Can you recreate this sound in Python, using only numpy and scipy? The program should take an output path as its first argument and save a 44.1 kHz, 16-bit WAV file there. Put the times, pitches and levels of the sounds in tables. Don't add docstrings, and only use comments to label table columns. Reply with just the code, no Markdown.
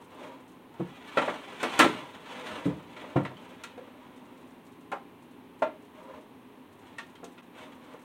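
import sys
import numpy as np
from scipy import signal
from scipy.fft import rfft, irfft
from scipy.io import wavfile

SR = 44100
rng = np.random.default_rng(int(sys.argv[2]) if len(sys.argv) > 2 else 0)


def inscribe(sig):
    pcm = np.round(np.clip(np.atleast_2d(sig).T, -1, 1) * 32767)
    wavfile.write(sys.argv[1], SR, pcm.astype(np.int16))


N = 354563

# (time [s], level [dB], hardness [Hz], contact pitch [Hz], contact level [dB], tick level [dB])
SKILLET_CLANKS = [(1.1715, -23, 2170, 555, -3, -32), (1.2170, -33.5, 2260, 900, -1, -24),
                  (1.2775, -30.5, 1370, 584, -3, -41), (1.6305, -29, 2560, 602, -5, -16),
                  (1.7915, -15.5, 2800, 895, -26, -13), (1.8220, -22, 2450, 1340, 6, -28),
                  (1.8430, -23.5, 1090, 246, -3, -23), (2.4630, -45, 4000, 1130, -2, -17),
                  (2.9640, -50, 3470, 2230, -5, -27), (3.0400, -46.5, 1880, 590, 7, -39),
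                  (3.1605, -31, 990, 700, 2, -40), (3.2495, -40, 2460, 1940, 0, -30),
                  (3.3060, -50, 1200, 704, -6, -31), (3.3690, -58.5, 4000, 3100, 10, -9)]
RANGE_BUMPS = [(0.7965, -31, 637, 478, -3, -34), (2.6555, -25, 473, 300, 1, -31),
               (3.1575, -23, 850, 136.5, -3.5, -41)]
SPATULA_TAPS = [(0.7410, -55.5, 1200, 920, 3, -15), (3.6365, -44, 4500, 2560, -6.5, -7.5),
                (3.7770, -44.5, 2500, 495, 12, -20), (3.8730, -55, 1500, 555, 1, -36),
                (4.9170, -33.5, 1290, 787, -6.5, -28.5), (5.6205, -24.5, 1620, 628, 7, -31.5),
                (6.9835, -41, 4200, 1846, 3.5, -15), (7.1540, -59.5, 3980, 3190, -1, -13),
                (7.2285, -45.5, 1000, 480, 1.5, -40), (7.2430, -56, 6000, 6200, -4, -5),
                (7.3780, -55.5, 3440, 2600, -6, -41), (7.9380, -49.5, 1000, 516, 5, -20)]
# (fastest at [s], speeding up [s], slowing down [s], rasp [dB], dull rubbing [dB])
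SKILLET_PUSHES = [(.92, 0.26, 0.18, -51, -65), (1.27, 0.38, 0.37, -41.5, -45.5),
                  (1.77, 0.42, 0.51, -36.5, -43), (2.48, 0.43, 0.39, -40.5, -42),
                  (3.02, 0.32, 0.58, -50.5, -48.5), (3.43, 0.12, 0.85, -54, -54.5)]
# (firmest at [s], pressing [s], easing [s], rasp [dB], rubbing of food [dB])
SPATULA_STROKES = [(0, .05, 0.054, -59, -43), (.25, 0.22, 0.21, -52, -44.5), (4.2, 0.84, 0.72, -60, -59),
                   (5.99, 0.11, 0.091, -58, -54), (6.16, 0.26, 0.11, -65, -46.5),
                   (6.87, 0.13, 0.49, -59, -67), (7.61, 0.095, 0.22, -48.5, -49),
                   (7.92, 0.23, .16, -55.5, -52.5)]
# (frequency [Hz], level [dB], t60 [s])
PAN_MODES = [(186, -5, .28), (258, -3, .3), (316, -7, .22), (472, -9, .2), (571, -8, .14), (918, -4, .22),
             (1041, -4, .17), (1166, -5, .19), (1352, -2, .19), (1391, -1, .15), (1641, -9, .18),
             (1780, -10, .22), (1945, -6, .18), (2178, -6, .14), (2510, -7, .15), (2850, -7, .13),
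             (3860, -8, .1), (8452, -4, .08)]
# (frequency [Hz], level [dB], t60 [s])
RANGE_MODES = [(60, 1, .3), (140, 9.5, 0.17), (178, 8.5, 0.26), (290.3, 16.5, 0.13), (329, 13.5, 0.16),
               (454, 9, .11)]
# (frequency [Hz], level [dB], t60 [s])
RUBBING_MODES = [(300, 1.5, 0.11), (510, 9.5, 0.034), (609, 5, 0.094), (944, 10, 0.021)]
# (multiple of its pitch [ratio], level [dB])
TOUCH_MODES = [(1, 1), (1.43, -6), (3.28, -14.5)]
# (frequency [Hz], level per Hz [dB])
RASP_SPECTRUM = [(60, -34), (250, 5), (600, -4.5), (780, 7.5), (1000, 5), (1400, 3), (2000, 3), (3200, 3),
                 (4500, -3.5), (8000, -7.5), (15000, -8)]
# (frequency [Hz], level per Hz [dB])
AIR_SPECTRUM = [(30, -14.5), (60, -25), (100, -13), (150, -13), (215, -8.5), (255, 2), (310, -6),
                (480, -11), (680, -15), (1000, -9.5), (1350, -19.5), (2700, -20), (4000, -25.5),
                (9000, -34)]
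# (multiple of the shaft rate [ratio], level [dB])
HUM_ORDERS = [(3, -67), (4, -68), (5, -68), (6, -66), (7, -62.5), (14, -73), (17, -74)]
# (frequency [Hz], t60 [s])
KITCHEN_T60 = [(80, 0.6), (250, 0.33), (1000, 0.24), (3000, 0.29), (12000, 0.22)]
# (frequency [Hz], level [dB])
MIC_RESPONSE = [(25, -12.5), (70, 6.5), (3000, -0.5), (3950, -2.5), (4800, -11), (6500, -8), (7700, -9),
                (8500, -7), (10500, -15), (15500, -24)]
# (frequency [Hz], level per Hz [dB])
HISS_SPECTRUM = [(1000, -20), (7700, -2.5), (8300, 8.5), (11000, 8), (16000, 9)]

FAN_HZ = 59.22
CUTOFF_HZ = 15900
RUB_LAG_S = 0.072
FIRM_BLOW_DB, REBOUND_HALVES_DB, REBOUND_DB_PER_DB = -25, 26, .2
MID_CONTACT_HZ = 600

TIME = np.arange(N) / SR
AGE = TIME[:SR * 3 // 5]
EDGES = np.geomspace(35, 19000, 23)
BANDS = [signal.butter(2, pair, "band", fs=SR, output="sos") for pair in zip(EDGES, EDGES[1:])]


def skillet_clanks():
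    return blows(SKILLET_CLANKS, PAN_MODES, contact_db=-8.5, ring_db=-18.5, contact_t60=0.016,
                 contact_wet_db=0.0, tick_dry_db=2.0, low_hz=252, thinning=0.26,
                 rebound_db=-4.5, rebound_s=.022)


def range_bumps():
    return blows(RANGE_BUMPS, RANGE_MODES, contact_db=-14.5, ring_db=-29.5, contact_t60=0.081,
                 contact_wet_db=-3.0, tick_dry_db=-10.0, low_hz=116, thinning=0.1,
                 rebound_db=-7.0, rebound_s=.021)


def friction(gain, ring_db, judder_db, grit_db, brighten=0.11):
    slips = grains(per_s=3000, spread_db=5.5) * from_db(judder_db * drift(50))
    slips = slips + from_db(grit_db) * grains(per_s=60, spread_db=2.5)
    pan_ring = signal.fftconvolve(slips, ringing(PAN_MODES))[:N]
    motion = slips + from_db(ring_db) * pan_ring
    rasp = in_room(coloured(motion, RASP_SPECTRUM))
    dull = cut(rasp, 4500, "low", order=1)
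    sharpness = 0.95 * (gain / gain.max()) ** brighten
    return gain * (dull + sharpness * (rasp - dull))


def rubbing(gain):
    slips = grains(per_s=900, spread_db=3.5)
    resonance = signal.fftconvolve(slips, ringing(RUBBING_MODES))[:N]
    return gain * in_room(resonance)


def spatula_taps():
    return blows(SPATULA_TAPS, PAN_MODES, contact_db=-9.0, ring_db=-17.0, contact_t60=0.045,
                 contact_wet_db=5.5, tick_dry_db=1.0, low_hz=272, thinning=0.88,
                 rebound_db=-8.0, rebound_s=.018)


def blows(rows, modes, contact_db, ring_db, contact_t60, contact_wet_db, tick_dry_db, low_hz, thinning,
          rebound_db, rebound_s, press_cycles=2.7, count=5):
    out = np.zeros(N + len(AGE))
    click = signal.unit_impulse(len(AGE))
    for s, db, hard_hz, pitch_hz, pitch_db, tick_db in rows:
        rattle_s = rebound_s * 2 ** ((db - FIRM_BLOW_DB) / REBOUND_HALVES_DB)
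        rattle_db = rebound_db + REBOUND_DB_PER_DB * (db - FIRM_BLOW_DB)
        force = click.copy()
        rebounds = (np.arange(count) + rng.uniform(.3, 1.7, count)) / count * rattle_s
        sizes = from_db(rattle_db - 9.1 * np.linspace(0, 1, count))
        force[(rebounds * SR).astype(int)] += sizes * rng.choice([-1, 1], count)

        room = kitchen()
        contact = ringing([(pitch_hz * ratio, mode_db, contact_t60) for ratio, mode_db in TOUCH_MODES])
        contact_echo = signal.fftconvolve(contact, room)[:len(AGE)]
        contact = contact + from_db(contact_wet_db) * unit(contact_echo)
        motion = signal.fftconvolve(force, room + from_db(ring_db) * ringing(modes))[:len(AGE)]
        motion = unit(motion) + from_db(contact_db + pitch_db) * unit(contact)

        soft = cut(motion, hard_hz, "low")
        bass_cut_hz = low_hz * (pitch_hz / MID_CONTACT_HZ) ** thinning
        sound = cut(soft, bass_cut_hz, "high", order=3)
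        sound = sound * (1 - np.exp(-AGE * hard_hz / press_cycles))

        crack = unit(rng.standard_normal(len(AGE)) * np.exp(-AGE / .0025))
        tick = cut(motion + from_db(tick_dry_db) * crack, 4100, "high")
        sound = sound - from_db(tick_db) * tick
        start = round(s * SR)
        heard = unit(coloured(sound, MIC_RESPONSE)) * np.sqrt(SR / 20)
        out[start:start + len(AGE)] += from_db(db) * heard
    return out[:N]


def gestures(rows, curve, lag_s=0):
    rasp, rub = np.zeros((2, N))
    for s, rise_s, fall_s, rasp_db, rub_db in rows:
        corners = [s - rise_s, s, s + fall_s]
        speed = np.interp(TIME, corners, [0, 1, 0])
        late_speed = np.interp(TIME - lag_s, corners, [0, 1, 0])
        rasp = np.hypot(rasp, from_db(rasp_db) * speed ** curve)
        rub = np.hypot(rub, from_db(rub_db) * late_speed ** curve)
    return rasp, rub


def crackle(burst_db=-78.0):
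    bursts = grains(per_s=14, spread_db=1.3)
    return from_db(burst_db) * in_room(cut(bursts, 4500, "high"))


def fan(air_db=-52.5, waver_db=4.0):
    turns = np.cumsum(FAN_HZ * (1 + 0.0013 * drift(3.014))) / SR
    hum = np.zeros(N)
    for order, db in HUM_ORDERS:
        level = from_db(db + waver_db * drift(2.32))
        hum += level * np.sin(2 * np.pi * (order * turns + rng.random()))
    air = coloured(coloured(rng.standard_normal(N), AIR_SPECTRUM), MIC_RESPONSE)
    return hum + from_db(air_db) * rms_one(air)


def kitchen(direct_db=-10.5, near_t60=0.075, far_db=-9.5, build_s=0.002):
    white = rng.standard_normal((2, len(AGE)))
    out = np.zeros(len(AGE))
    for k, (low, high, band) in enumerate(zip(EDGES, EDGES[1:], BANDS)):
        tail = from_db(far_db - 60 * AGE / at_hz(KITCHEN_T60, np.sqrt(low * high)))
        flurry = from_db(-60 * AGE / near_t60)
        fade = np.hypot(flurry, tail) * (1 - np.exp(-AGE / build_s))
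        echoes = signal.sosfilt(band, white[k % 2] * fade)
        out += unit(echoes) * np.sqrt(2 * (high - low) / SR)
    out[0] += from_db(direct_db)
    return out


def in_room(x, paths_per_s=14.0, count=4):
    path = (TIME * paths_per_s).astype(int) % count
    wet = sum(signal.oaconvolve(x * (path == k), kitchen())[:N] for k in range(count))
    return rms_one(coloured(wet, MIC_RESPONSE))


def grains(per_s, spread_db):
    sizes = from_db(spread_db * np.minimum(rng.exponential(1, N), 5))
    sizes = sizes * rng.choice([-1, 1], N)
    return rms_one(sizes * (rng.random(N) < per_s / SR))


def ringing(modes):
    out = np.zeros(len(AGE))
    for hz, db, t60 in modes:
        decay = from_db(-60 * AGE / t60)
        out += from_db(db) * unit(np.cos(2 * np.pi * hz * AGE) * decay)
    return out


def drift(rate):
    return np.interp(TIME * rate, np.arange(N), rng.standard_normal(N))


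def coloured(x, spectrum, size=4096):
    gains = from_db(at_hz(spectrum, np.linspace(0, SR / 2, size // 2 + 1)))
    cepstrum = irfft(np.log(gains))
    folded = np.r_[cepstrum[0], 2 * cepstrum[1:size // 2]]
    response = irfft(np.exp(rfft(folded, size)))
    return signal.fftconvolve(x, response)[:len(x)]


def cut(x, hz, kind, order=2):
    hz = np.clip(hz, 10, .45 * SR)
    return signal.sosfilt(signal.butter(order, hz, kind, fs=SR, output="sos"), x)


def at_hz(points, hz):
    f, value = np.transpose(points)
    return np.interp(np.log(hz + 1e-9), np.log(f), value)


def from_db(db):
    return 10 ** (np.asarray(db) / 20)


def unit(x):
    return x / np.sqrt(np.sum(x ** 2) + 1e-30)


def rms_one(x):
    return unit(x) * np.sqrt(len(x))


def scene():
    slide_gain, base_gain = gestures(SKILLET_PUSHES, curve=1.304, lag_s=RUB_LAG_S)
    scrape_gain, food_gain = gestures(SPATULA_STROKES, curve=1.37)
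    slide = friction(slide_gain, ring_db=-37.0, judder_db=2.0, grit_db=-4.5)
    scrape = friction(scrape_gain, ring_db=-38.0, judder_db=3.5, grit_db=-10.5)
    rub = rubbing(np.hypot(base_gain, food_gain))
    skillet = skillet_clanks() + range_bumps() + slide
    spatula = spatula_taps() + scrape
    return (skillet + spatula + rub + crackle() + fan())[None]


def record(dry, hiss_db=-72.5, dip_db=-11.0, dip_s=0.0043):
    x = dry + from_db(hiss_db) * rms_one(coloured(rng.standard_normal(N), HISS_SPECTRUM))
    x = x * from_db(dip_db * np.exp(-((TIME - 7.417) / dip_s) ** 2))
    return signal.sosfilt(signal.ellip(12, .1, 110, CUTOFF_HZ, fs=SR, output="sos"), x)


dry = scene()
out = record(dry)
inscribe(out)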